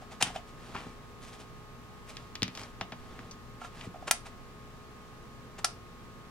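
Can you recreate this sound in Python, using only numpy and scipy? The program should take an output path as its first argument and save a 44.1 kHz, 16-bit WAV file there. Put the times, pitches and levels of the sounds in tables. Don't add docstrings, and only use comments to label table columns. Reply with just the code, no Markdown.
import sys
import numpy as np
from scipy import signal
from scipy.fft import rfft, irfft
from scipy.io import wavfile
from scipy.ndimage import map_coordinates

SR = 44100
rng = np.random.default_rng(int(sys.argv[2]) if len(sys.argv) > 2 else 0)


def transcribe(u):
    v = np.clip(np.atleast_2d(u).T, -1, 1)
    q = np.round(v * 32767).astype(np.int16)
    wavfile.write(sys.argv[1], SR, q)


N = 277830
TIME = np.arange(N) / SR


def from_db(db):
    return 10 ** (np.asarray(db) / 20)


def rms_one(x):
    return x / np.sqrt(np.mean(x ** 2) + 1e-20)


def at_hz(points, hz):
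    table_hz, value = np.transpose(points)
    return np.interp(np.log(hz), np.log(table_hz), value)


def bins(size):
    return np.maximum(np.fft.rfftfreq(size, 1 / SR), 1)


def add(out, s, sound):
    start = max(round(s * SR), 0)
    out[..., start:start + sound.shape[-1]] += sound[..., :N - start]


def place(x, pan_db, lag_ms):
    late = map_coordinates(x, [np.arange(len(x)) - lag_ms * SR / 1000], order=3)
    return np.array([x * from_db(pan_db / 2), late * from_db(-pan_db / 2)])


def burst(colour_db, t60_s, size=8192):
    t = TIME[:size]
    fade = from_db(-60 * t / t60_s)
    crack = rng.standard_normal(size) * fade
    for _ in range(3):
        phase = np.angle(rfft(crack))
        crack = irfft(from_db(colour_db) * np.exp(1j * phase), size) * (t < t60_s)
    return rms_one(crack) * np.sqrt(np.mean(fade ** 2))


def ring(modes, uneven_db, size=16384):
    hz, db, t60_s = np.transpose(modes)[:, :, None]
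    t = TIME[:size]
    signs = (-1) ** np.arange(len(modes))[:, None]
    level_db = db + uneven_db * rng.standard_normal(db.shape) - 60 * t / t60_s
    return np.sum(signs * from_db(level_db) * np.sin(2 * np.pi * hz * t), axis=0)


# frequency in Hz, left-right likeness (1 = identical).
LIKENESS = [(25, 0.098), (60, 0.49), (200, 0.86), (640, 0.56), (1400, 0.2), (3100, 0), (15000, 0)]


def diffuse(size):
    mid, side = rfft(rng.standard_normal((2, size)))
    alike = np.clip(at_hz(LIKENESS, bins(size)), -1, 1)
    return np.sqrt(1 + alike) * mid + np.sqrt(1 - alike) * side * np.array([[1], [-1]])


# frequency in Hz, relative density in dB per Hz.
AIR_SPECTRUM = [(12, -48), (24, 9.5), (31, 5.5), (39, -3.5), (62, -8.5), (82, -3), (130, -2), (230, -4.5),
                (330, -10.5), (700, -13.5), (1250, -14.5), (1800, -17.5), (7000, -30), (16000, -42)]
AIR_RMS_DB = -50.5
# centre in Hz, width in Hz, boost over the air in dB.
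HISS_BANDS = [(13940, 350, 7.5)]
# frequency in Hz, level in dB rms.
HUM_TONES = [(60, -61), (119.7, -60.5), (239.3, -63), (360, -69), (420, -63), (480, -68.5), (839.5, -72),
             (1086.4, -62), (1200.5, -70.5), (1241.8, -61), (1706, -75.5)]


def equipment(waver_rad=0.23, apart_rad=0.83):
    f = bins(N)
    colour_db = at_hz(AIR_SPECTRUM, f)
    for hz, width_hz, boost_db in HISS_BANDS:
        colour_db = colour_db + boost_db * np.exp(-((f - hz) / width_hz) ** 2)
    out = from_db(AIR_RMS_DB) * rms_one(irfft(diffuse(N) * from_db(colour_db), N))
    knots_s = np.linspace(0, TIME[-1], 40)
    ears_rad = np.array([[.5], [-.5]]) * apart_rad
    for hz, db in HUM_TONES:
        wander_rad = waver_rad * np.interp(TIME, knots_s, rng.standard_normal(len(knots_s)))
        phase = 2 * np.pi * (hz * TIME + rng.random()) + wander_rad + ears_rad
        out = out + np.sqrt(2) * from_db(db) * np.sin(phase)
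    return out


# landing in seconds, thud in dB, contact cut-off in Hz, slide in dB.
FINGERS = [(.021, -31.5, 700, -56), (.121, -35, 800, -48), (.301, -32, 800, -59), (0.3577, -19.5, 780, -44),
           (3.616, -31.5, 1400, -50.5), (3.647, -35.5, 2000, -46.5), (3.844, -34, 700, -49),
           (3.943, -29, 705, -64), (3.957, -29, 700, -66.5), (4.024, -28, 700, -61)]
# snap in seconds, crack in dB, ring in Hz, ring boost in dB,
# treble edge in Hz, rebound in seconds after the snap, rebound in dB below the crack,
# case jolt in dB, jolt cut-off in Hz, ramp in seconds before the snap, ramp in dB.
TURNS = [(0.2250, -13, 3080, 7, 9600, .0044, 8, -22.5, 960, .0105, -29.5),
         (4.1113, -11.5, 2657, 2, 14000, .0016, 6.5, -20, 7000, .031, -33),
         (5.6453, -17, 4930, 7, 10700, .0055, 13, -21, 1760, .055, -40.5)]
JOLT_LEAD_SHARE = 0.03464
NUDGE_CUT_OFF_SHARE = 0.6


def case_blows():
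    blows = [(s, db, contact_hz) for s, db, contact_hz, _ in FINGERS]
    for s, *_, case_db, case_hz, ramp_s, ramp_db in TURNS:
        blows.append((s - ramp_s, ramp_db, NUDGE_CUT_OFF_SHARE * case_hz))
        blows.append((s - JOLT_LEAD_SHARE * ramp_s, case_db, case_hz))
    return blows


# frequency in Hz, relative level in dB, t60 in seconds.
CASE_MODES = [(609, -10, .028), (730, -6, 0.04), (920, -16, 0.038), (1130, -7.5, 0.0057), (1366, -3, 0.049),
              (1687, -9, 0.048), (2730, 5, 0.009), (3200, -8.5, 0.015), (6040, 2, 0.015), (9500, 1, 0.0114)]


def case():
    out = np.zeros(N)
    for s, db, contact_hz in case_blows():
        contact = signal.butter(4, contact_hz, fs=SR, output="sos")
        add(out, s, from_db(db) * signal.sosfilt(contact, ring(CASE_MODES, uneven_db=1)))
    return place(out, pan_db=-2.0, lag_ms=0.044)


def friction(strokes, spectrum, grain_db, lead, roundness, size=16384):
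    out, hz = np.zeros(N), bins(size)
    for s, db, swell_s, tilt_db_per_octave in strokes:
        slips = rng.standard_normal(size) * from_db(grain_db * rng.standard_normal(size))
        colour_db = at_hz(spectrum, hz) + tilt_db_per_octave * np.log2(hz)
        rub = rms_one(irfft(rfft(slips) * from_db(colour_db)))
        start_s = max(s - size / SR / 2, 0)
        progress = (start_s + TIME[:size] - s) / swell_s
        rise = (progress / lead) ** 2 / 2
        fall = np.abs(progress) ** roundness / roundness
        swell = np.exp(-np.where(progress < 0, rise, fall))
        add(out, start_s, from_db(db) * rub * swell)
    return place(out, pan_db=0.0, lag_ms=0.028)


NEUTRAL_SWELL_S, QUICK_TILT_DB_PER_OCTAVE = 0.048, 0.95


def stroke(s, db, swell_s):
    return s, db, swell_s, QUICK_TILT_DB_PER_OCTAVE * np.log2(NEUTRAL_SWELL_S / swell_s)


# frequency in Hz, relative density in dB per Hz.
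RUB_SPECTRUM = [(150, -5.5), (450, -2), (750, 3.5), (1500, -2), (2600, -4), (4500, -11), (6200, -12.5),
                (7500, -13), (10000, -19), (15000, -33)]
# peak in seconds, level in dB, swell time in seconds.
AFTER_TURN_RUBS = [(.268, -39.5, 0.035), (4.268, -46.5, 0.017)]
RAMP_SWELL_S, RAMP_TILT_DB_PER_OCTAVE = 0.0086, 0.75
SLIDE_DELAY_S, SLIDE_SWELL_S, SLIDE_TILT_DB_PER_OCTAVE = .005, 0.021, 0.6


def rubs():
    ramps = [(s - ramp_s, ramp_db, RAMP_SWELL_S, RAMP_TILT_DB_PER_OCTAVE)
             for s, *_, ramp_s, ramp_db in TURNS]
    slides = [(s + SLIDE_DELAY_S, slide_db, SLIDE_SWELL_S, SLIDE_TILT_DB_PER_OCTAVE)
              for s, *_, slide_db in FINGERS]
    strokes = ramps + slides + [stroke(*row) for row in AFTER_TURN_RUBS]
    return friction(strokes, RUB_SPECTRUM, grain_db=4.0, lead=0.56, roundness=0.99)


# start in seconds, tick in dB, centre in Hz, width in octaves,
# t60 in seconds, after-ring in Hz, after-ring in dB, bench bump in dB.
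KNOCKS = [(.361, -37.5, 3030, .2, .037, 707, -46, -52), (.748, -35.5, 1080, 0.35, .12, 2300, -47, -40),
          (.763, -41, 2320, .4, 0.15, 1100, -41, -52), (2.169, -33, 3700, .9, 0.016, 2500, -51, -60),
          (2.354, -29, 3630, 1.6, 0.014, 3000, -48, -59), (2.421, -16, 3470, 0.33, 0.0037, 400, -48, -25.5),
          (2.4305, -14.5, 4330, 1.3, 0.0088, 2510, -36, -41),
          (2.4799, -31.5, 2830, 1.9, .011, 2400, -48, -38), (2.551, -37, 5070, 1.6, .024, 5200, -54, -55),
          (2.634, -40, 5340, .3, .023, 1700, -50, -55), (2.811, -28.5, 2000, 0.91, 0.036, 735, -36, -36.5),
          (2.921, -37.5, 1790, 0.85, 0.05, 720, -41, -41.5), (3.191, -36, 1510, .54, 0.014, 5200, -60, -46),
          (3.311, -42, 6700, 0.59, 0.056, 5200, -56, -59), (3.811, -37.5, 2630, 0.52, .022, 3000, -54, -59)]
AFTER_RING_OCTAVES, AFTER_RING_T60_S = 0.39, 0.09
RATTLE_START_S, RATTLE_GAP_S, RATTLE_DB, RATTLE_LOSS_DB = 2.574, .0205, -33, 5
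RATTLE_HZ, RATTLE_SCATTER_OCTAVES, RATTLE_WIDTH_OCTAVES, RATTLE_T60_S = 3200, 0.48, 2.3, 0.023


def taps(count=5):
    ticks = [tuple(row[:5]) for row in KNOCKS]
    rings = [(s, db, hz, AFTER_RING_OCTAVES, AFTER_RING_T60_S) for s, *_, hz, db, _ in KNOCKS]
    pitches_hz = RATTLE_HZ * 2 ** (RATTLE_SCATTER_OCTAVES * rng.standard_normal(count))
    rattle = []
    for k, hz in enumerate(pitches_hz):
        s, db = RATTLE_START_S + k * RATTLE_GAP_S, RATTLE_DB - k * RATTLE_LOSS_DB
        rattle.append((s, db, hz, RATTLE_WIDTH_OCTAVES, RATTLE_T60_S))
    return ticks + rings + rattle


# start in seconds, level in dB.
THUMPS = [(.224, -33), (.268, -40.5), (.864, -37.5), (3.868, -33)]
# frequency in Hz, relative level in dB, t60 in seconds.
BENCH_MODES = [(85, -9, 0.067), (127, -2, 0.066), (182, -7.5, 0.16), (242, -2.5, 0.067), (326, -1, 0.026),
               (453, -3.5, 0.026)]


def bench(skirt_db=30, mat_hz=7000, mat_db=-9.5):
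    out, hz = np.zeros(N), bins(size=8192)
    mat = mat_db / (1 + (mat_hz / hz) ** 10)
    for s, db, centre_hz, octaves, t60_s in taps():
        away = (np.log2(hz / centre_hz) / octaves) ** 2
        add(out, s, from_db(db) * burst(mat - skirt_db * away / (away + 6), t60_s))
    for s, *_, db in KNOCKS + THUMPS:
        add(out, s, from_db(db) * ring(BENCH_MODES, uneven_db=1.0))
    soft = signal.butter(2, 9500, fs=SR)
    return place(signal.lfilter(*soft, out), pan_db=1.5, lag_ms=0.06)


# frequency in Hz, relative density in dB per Hz.
CRACK_SPECTRUM = [(200, -31.5), (500, -20), (800, -4), (2000, -5), (2700, -3), (4000, -5.5), (5600, -2),
                  (7600, -5.5), (8700, 0.5), (10000, -3), (11000, -6.5), (12600, -9.5), (13500, -14),
                  (16000, -5.5)]
SNAP_T60_S, SNAP_REFERENCE_DB, SNAP_DOUBLING_DB = .016, -10.5, 9.5


def detents(ring_octaves=0.28, edge_slope=12):
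    out, hz = np.zeros((2, N)), bins(size=8192)
    for s, db, ring_hz, ring_db, edge_hz, rebound_s, rebound_db, *_ in TURNS:
        octaves_away = np.log2(hz / ring_hz)
        ring_boost = ring_db * np.exp(-.5 * (octaves_away / ring_octaves) ** 2)
        treble_loss = 10 * np.log10(1 + (hz / edge_hz) ** edge_slope)
        colour_db = at_hz(CRACK_SPECTRUM, hz) + ring_boost - treble_loss
        t60_s = SNAP_T60_S * 2 ** ((SNAP_REFERENCE_DB - db) / SNAP_DOUBLING_DB)
        for when_s, level_db in (s, db), (s + rebound_s, db - rebound_db):
            snap = from_db(level_db) * burst(colour_db, t60_s)
            add(out, when_s, place(snap, pan_db=2.5, lag_ms=.022))
    return out


# frequency in Hz, relative density in dB per Hz.
BRUSH_SPECTRUM = [(150, 3.5), (700, 2), (1500, -2.5), (3000, -4.5), (5500, -10), (10000, -15.5),
                  (15000, -33)]
# peak in seconds, level in dB, swell time in seconds.
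SWEEPS = [(0.491, -57.5, .018), (0.669, -53, 0.063), (0.801, -47.5, 0.085), (2.101, -47.5, 0.018),
          (2.2, -54.5, 0.067), (2.613, -46.5, 0.046), (3.171, -52, 0.2), (3.80, -51, .045)]
WIPE_START_S, WIPE_GAP_S, WIPE_SLOWING, WIPE_DB, WIPE_SWELL_S = 1.24, .046, 1.22, -51, 0.018


def brushes(count=4):
    gaps_s = WIPE_GAP_S * WIPE_SLOWING ** np.arange(count - 1)
    peaks_s = WIPE_START_S + np.cumsum([0, *gaps_s])
    wipes = [(s, WIPE_DB, WIPE_SWELL_S) for s in peaks_s]
    strokes = [stroke(*row) for row in SWEEPS + wipes]
    return friction(strokes, BRUSH_SPECTRUM, grain_db=7.0, lead=0.91, roundness=1.23)


# frequency in Hz, t60 in seconds.
ROOM_T60 = [(150, 0.26), (1000, 0.21), (3000, 0.25), (6000, 0.2), (10000, 0.19), (15000, 0.069)]


def workshop(dry, near_db=-8, near_t60_s=0.054, clutter_hz=1500, far_db=-12, size=22050):
    t, hz, noise = TIME[:size], bins(size), diffuse(size)
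    octave = np.round(np.log2(hz))
    tail = np.zeros((2, size))
    for k in np.unique(octave):
        band = irfft(noise * (octave == k), size)
        tail += band * from_db(-60 * t / at_hz(ROOM_T60, 2 ** k))
    tail *= 1 - np.exp(-(t / 0.0048) ** 2)
    scattered = hz / np.hypot(hz, clutter_hz)
    near = irfft(diffuse(size) * scattered, size) * from_db(-60 * t / near_t60_s) * (t > .0008)
    echoes = (from_db(near_db) * rms_one(near) + from_db(far_db) * rms_one(tail)) / np.sqrt(size)
    return dry + signal.fftconvolve(dry.mean(axis=0)[None], echoes, axes=1)[:, :N]


def scene():
    switch = case() + rubs() + detents()
    hand = bench() + brushes()
    return equipment() + workshop(switch + hand)


def record(dry):
    steep = signal.ellip(10, .1, 80, 15900, fs=SR, output="sos")
    return signal.sosfilt(steep, dry)


dry = scene()
out = record(dry)
transcribe(out)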